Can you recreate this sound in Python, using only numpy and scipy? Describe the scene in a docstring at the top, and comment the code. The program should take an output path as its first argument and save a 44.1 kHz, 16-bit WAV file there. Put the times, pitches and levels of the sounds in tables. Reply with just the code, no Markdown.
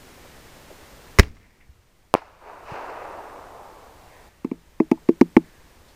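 """First comes a quiet outdoor hiss, with a light wind rumble and two soft puffs.
Then gas blasts a firework shell out of a tube in a mown field, and a second later it bursts overhead.
Both bangs overload a small microphone. The woods scatter the burst back as a long, grainy hiss.
Last, close by, the empty tube is knocked seven times on its plywood base, which rings briefly."""
import sys
import numpy as np
from scipy import signal
from scipy.fft import rfft, irfft, next_fast_len
from scipy.io import wavfile

SR = 44100
rng = np.random.default_rng(int(sys.argv[2]) if len(sys.argv) > 2 else 0)


def to_wav(sig):
    """Store sig (one row per channel, or 1-D mono) as 16-bit WAV at the path in sys.argv[1].

    Samples outside -1..1 are clipped; the rate is SR.
    """
    pcm = np.clip(np.atleast_2d(sig), -1, 1) * 32767
    pcm = np.round(pcm).astype(np.int16)
    wavfile.write(sys.argv[1], SR, pcm.T)  # frames by channels


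N = 262659
TIME = np.arange(N) / SR

# A "colour" says how strong the low and high pitches of a sound are next to each other.
# colours of microphone hiss, outdoor air and wind rumble: f/Hz, level/dB
HISS_COLOUR = [(100, 7), (2000, 5.5), (4000, 2.5), (7000, 0), (10000, -2.5), (15300, -4.5), (15800, -34.5)]
AIR_COLOUR = [(40, -6), (170, -1), (480, 0.5), (700, -4), (1000, -4.5), (1400, -9), (1900, -8.5),
              (3200, -19), (6000, -26.5), (15000, -45)]
RUMBLE_COLOUR = [(10, -0.5), (35, 0), (80, -3.5), (160, -14), (400, -35), (1500, -70)]
# the background dips at the launch, returns, and is quieter by the board: t/s, change/dB, settling/s
BACKGROUND_STEPS = [(1.2, -14, .015), (2.36, 9, .27), (4.285, -5, 0.0047), (4.78, 3.5, 0.17)]
# soft puffs, rustles, taps and lone far echoes: t/s, level/dB, centre f/Hz, width/octaves, decay/s
PUFFS = [(0.241, -38, 500, 0.64, 0.012), (0.702, -35.5, 535, 0.77, 0.013), (1.2305, -23, 1530, .8, .003),
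         (1.367, -49.5, 1510, .9, 0.0071), (1.39, -57.5, 2020, .3, .11), (1.602, -52, 2080, 0.34, 0.022),
         (1.692, -39.5, 68.4, 0.3, .012), (2.218, -34, 880, 0.42, 0.007), (4.07, -52.5, 1830, 0.4, 0.14),
         (4.974, -45, 912, .2, 0.009), (5.42, -56.5, 1750, 0.29, 0.15), (5.875, -54.5, 4000, .7, .025)]

# blows of the tube: t/s, strength/dB, f/Hz favoured by the spot, hardness/dB, pitch factor, tick/dB
KNOCKS = [(4.4455, -19.5, 235, 1, 1, -38.5), (4.5140, -18.5, 226, -1, 1.01, -46),
          (4.8009, -6.5, 307, 4.5, 0.966, -35), (4.9141, -8, 278, 9.5, .985, -24.5),
          (5.0886, -3, 320, -2, 1.017, -28.5), (5.2117, 8, 264.4, -3, 1.021, -19),
          (5.3661, 8.5, 271.7, 4.5, 0.98, -23)]
# natural tones of board and tube, before each blow alters them: f/Hz, level/dB, time to fade 60 dB/s
BOARD_TONES = [(168.5, -32, 0.25), (240, 6, .013), (261, -15, 0.046), (290.2, 10.6, .015),
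               (326.5, -18.5, 0.076), (376, -20, 0.029), (441.2, -10, 0.045), (480, -8, 0.026),
               (664, -23.5, 0.052), (891, -24, 0.05), (1001, 1.5, 0.0072), (1320, -28.5, 0.025),
               (2140, -20, 0.014), (2276, -25, 0.02), (2600, -26, 0.021)]
# colour of the tick as tube meets board: f/Hz, level/dB
TICK_COLOUR = [(110, 0), (700, -9.5), (1050, 7.5), (1500, -11.5), (2200, 6), (3300, -21), (5100, -7.5),
               (7600, -21), (15200, -22.5)]

# launch echoes off grass, then field: t/s, boom/dB, boom decay/s, hiss/dB, hiss decay/s, echoes per s
LAUNCH_ECHOES = [(1.2, -27.5, .06, -35.5, 0.039, 6000), (1.34, -53.5, .25, -60, 0.18, 1100)]
# colours of their low boom and grainy hiss: f/Hz, level/dB
BOOM_COLOUR = [(20, 0), (80, 0), (160, -11), (230, -11), (400, -20), (800, -41), (2000, -80)]
GRAIN_COLOUR = [(105, -9), (410, 3), (920, -3.5), (1420, -5), (2150, -1), (3300, -13), (5400, -10.5),
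                (8100, -22), (15100, -27)]
# burst echoes off grass, field and trees: t/s, level/dB, rise/s, hold/s, decay/s, treble/dB per octave
BURST_ECHOES = [(2.144, -38.5, 0.0027, 0.028, 0.026, 6), (2.199, -52, .02, 0.038, 0.22, 5),
                (2.384, -42, 0.098, 0.0088, 0.27, 1), (2.611, -41, 0.097, 0.049, .07, 5),
                (2.66, -36, .1, 0.23, 0.6, 1.5), (3.5, -48.5, .07, .12, .04, -8)]
# colour of those echoes before their treble is tilted: f/Hz, level/dB
WOODS_COLOUR = [(100, -27), (200, -16.5), (300, -7), (420, -1), (600, 1), (950, 2), (1300, -4), (2000, -14),
                (2700, -17.5), (3300, -30.5), (4800, -32), (8000, -46.5), (15000, -54)]

# push, suction and rebound of the air at the launch: t/s, level/dB, half width/s
BLAST_WAVES = [(1.1942, 1.5, 0.0016), (1.2009, 6.5, .0017), (1.2135, -21.5, 0.008)]
# gas jets leaving the tube: t/s, level/dB, rise/s, decay/s
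GAS_JETS = [(1.187, -3.5, .0003, 0.0039), (1.1940, -1.5, 0.00048, 0.0046), (1.1961, 8.5, .0008, .0013)]
# colour of the jets: f/Hz, level/dB
JET_COLOUR = [(62, -5), (200, 0.2), (470, 6.5), (820, -7), (1180, -1.5), (1530, -7.5), (2200, 6),
              (2680, -3.5), (3350, -19), (5180, -8), (7650, -21.5), (15050, -28)]
# the shell's crack, its bounce off the grass and its soft thump off the tree line: f/Hz, level/dB
CRACK = [(30, 15), (100, 19.5), (300, 26.5), (600, 31), (1050, 31), (1400, 18), (1900, 12.5), (2600, 17.5),
         (4000, 12), (7000, 3), (15000, -11.5)]
GRASS_BOUNCE = [(30, 3.5), (100, 16), (350, 27), (700, 25.5), (1200, 18), (1700, 3), (2400, 10.5),
                (3500, -16.5), (5000, -33), (15000, -58)]
TREE_THUMP = [(25, -2), (70, 11), (130, 16.5), (180, 12.5), (260, -4), (600, -23), (3000, -60)]


def amp(db):
    """Turns decibels into a number to multiply by."""
    return 10 ** (np.asarray(db) / 20)


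def gain_at(colour, hz):
    """Reads a colour as a gain, joining its points with straight lines on a pitch scale."""
    points_hz, db = np.transpose(colour)
    return amp(np.interp(np.log(hz + 1), np.log(points_hz + 1), db))


def coloured(x, colour):
    """Gives x a colour and an average power of one."""
    size = next_fast_len(N)
    gain = gain_at(colour, np.fft.rfftfreq(size, 1 / SR))
    shaped = irfft(rfft(x, size) * gain, size)[:N]
    return shaped / np.sqrt(np.mean(shaped ** 2) + 1e-20)


def noise(colour):
    """Steady noise of the given colour."""
    return coloured(rng.standard_normal(N), colour)


def place(x, start):
    """Puts a short sound at its start time in the scene."""
    return np.pad(x, (round(start * SR), N))[:N]


def swell(start, rise, decay):
    """A loudness curve that rises and dies away."""
    age = np.maximum(TIME - start, 0)
    return (1 - np.exp(-age / rise)) * np.exp(-np.minimum(age / decay, 50))


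def plateau(start, rise, hold, decay):
    """A loudness curve that climbs, holds and dies away."""
    age = TIME - start
    return np.clip(age / rise, 0, 1) * np.exp(-np.clip((age - rise - hold) / decay, 0, 50))


def shock(start, colour, size=4096):
    """A sudden pulse of air pressure, with its energy packed at the front."""
    log_gain = np.log(gain_at(colour, abs(np.fft.fftfreq(size, 1 / SR))))
    spectrum = np.exp(np.conj(signal.hilbert(log_gain)))  # each pitch comes as early as it can
    return place(np.fft.ifft(spectrum).real, start)


def scatter(per_s, spread_db):
    """Countless tiny echoes of random sign and size."""
    sizes = amp(spread_db * np.minimum(rng.exponential(1, N), 4))
    return sizes * rng.choice([-1, 1], N) * (rng.random(N) < per_s / SR)


def background(hiss_db=-52.5, air_db=-51, rumble_db=-52.5):
    """Microphone hiss, outdoor air and wind rumble dip and return together, the rumble least."""
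    shift_db = sum(db * (1 - np.exp(-np.maximum(TIME - start, 0) / settling))
                   for start, db, settling in BACKGROUND_STEPS)
    hiss = amp(hiss_db + shift_db) * noise(HISS_COLOUR)
    air = amp(air_db + 1.084 * shift_db) * noise(AIR_COLOUR)
    rumble = amp(rumble_db + 0.45 * shift_db) * noise(RUMBLE_COLOUR)
    return hiss + air + rumble


def puffs():
    """Short, soft breaths of noise, each gathered around one pitch."""
    hz, out = np.geomspace(10, SR / 2, num=128), np.zeros(N)
    for start, db, centre_hz, octaves, decay in PUFFS:
        band_db = -30 * np.log10(1 + (np.log2(hz / centre_hz) / octaves) ** 2)
        out += amp(db) * swell(start, decay / 4, decay) * noise(np.c_[hz, band_db])
    return out


def ground_echo(x, level_db=-33, fade_s=0.28):
    """The ground and tall grass add a faint, short tail to a sound."""
    t = np.arange(SR // 2) / SR
    tail = rng.standard_normal(len(t)) * np.exp(-np.log(1000) * t / fade_s)
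    return x + amp(level_db) * signal.oaconvolve(x, tail / np.linalg.norm(tail))[:N]


def knocks(build_cycles=1.77, spot_db=20.5, upper_hz=600, chance_db=3.0, leak_hz=115):
    """Each blow ticks and sets the board ringing; the spot struck and the grip change the sound."""
    t, out = np.arange(SR // 2) / SR, np.zeros(N)
    tone_hz, tone_db, fade_s = np.transpose(BOARD_TONES)[:, :, None]
    ticks = noise(TICK_COLOUR)
    for start, db, spot_hz, hardness_db, pitch, tick_db in KNOCKS:
        hz = tone_hz * pitch
        boost_db = spot_db * np.exp(-(2 * np.log2(hz / spot_hz)) ** 2)
        # no two blows stir the upper tones alike
        boost_db += (hardness_db + chance_db * rng.standard_normal(hz.shape)) * (hz > upper_hz)
        # the louder knocks die away sooner
        ring_s = fade_s * 0.87 * np.exp(-0.03 * db)
        # low bending waves travel slowly, so low tones take longest to build up
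        build = 1 - np.exp(-(hz * t / build_cycles) ** 3)
        rings = -np.sin(2 * np.pi * hz * t) * build * np.exp(-np.log(1000) * t / ring_s)
        out += place((amp(db + tone_db + boost_db) * rings).sum(0), start)
        out += amp(tick_db) * swell(start, rise=0.00013, decay=0.0028) * ticks
    # air slips round the small board, so it gives off little bass
    return signal.lfilter(*signal.butter(1, leak_hz, "highpass", fs=SR), out)


def launch_echoes(rise_s=0.0072):
    """The launch comes back off the field as a low boom and a thin, grainy hiss."""
    out = np.zeros(N)
    for start, boom_db, boom_decay, hiss_db, hiss_decay, per_s in LAUNCH_ECHOES:
        grains = coloured(scatter(per_s, spread_db=4.0), GRAIN_COLOUR)
        out += amp(boom_db) * swell(start, rise_s, boom_decay) * noise(BOOM_COLOUR)
        out += amp(hiss_db) * swell(start, rise_s, hiss_decay) * grains
    return out


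def burst_echoes(treble_hz=900, top_hz=5000, dulling_db_per_octave_per_s=6, stop_s=4.29):
    """Trunks and leaves send the crack back; the longer the path, the more treble the air takes."""
    out = np.zeros(N)
    for start, db, rise, hold, decay, tilt_db in BURST_ECHOES:
        echoes = coloured(scatter(per_s=4500, spread_db=1.5), WOODS_COLOUR)
        hz, t, slices = signal.stft(echoes, SR, nperseg=256)
        octaves = np.log2(np.clip(hz, treble_hz, top_hz) / treble_hz)[:, None]
        tilt = tilt_db - dulling_db_per_octave_per_s * np.maximum(t - start - rise, 0)
        dulled = signal.istft(slices * amp(octaves * tilt), SR)[1][:N]
        out += amp(db) * plateau(start, rise, hold, decay) * dulled
    return out * (TIME < stop_s)  # the listener jumps from the open field to the board


def launch():
    """The charge that lifts the shell: rough jets of gas ride on a push of air and the suction after it."""
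    blast = sum((-1) ** k * amp(db) * np.exp(-((TIME - centre) / width) ** 2)
                for k, (centre, db, width) in enumerate(BLAST_WAVES))
    jets = sum(amp(db) * swell(start, rise, decay) for start, db, rise, decay in GAS_JETS)
    return blast + jets * noise(JET_COLOUR)


def burst(crack_s=2.1404, bounce_s=2.1508, thump_s=2.719):
    """The shell cracks overhead; a duller bounce off the grass follows, then a thump from the trees."""
    return shock(crack_s, CRACK) + shock(bounce_s, GRASS_BOUNCE) + shock(thump_s, TREE_THUMP)


def scene():
    """All the sounds meet at one microphone."""
    firework = launch() + launch_echoes() + burst() + burst_echoes()
    return (firework + puffs() + ground_echo(knocks()) + background())[None]


def record(dry, dip_hz=11025, dip_width_hz=420, dip_depth=0.86, top_hz=15900):
    """The microphone flattens loud peaks, weakens a narrow band of treble and loses the very top."""
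    clipped = np.clip(dry, -1, 1)
    hz = np.fft.rfftfreq(2 * N, 1 / SR)
    dip = 1 - dip_depth * np.exp(-((hz - dip_hz) / dip_width_hz) ** 2)
    dipped = irfft(rfft(clipped, 2 * N) * dip)[:, :N]
    lowpass = signal.firwin(511, top_hz, window=("kaiser", 9), fs=SR)
    return signal.oaconvolve(dipped, lowpass[None], "same")


dry = scene()
out = record(dry)
to_wav(out)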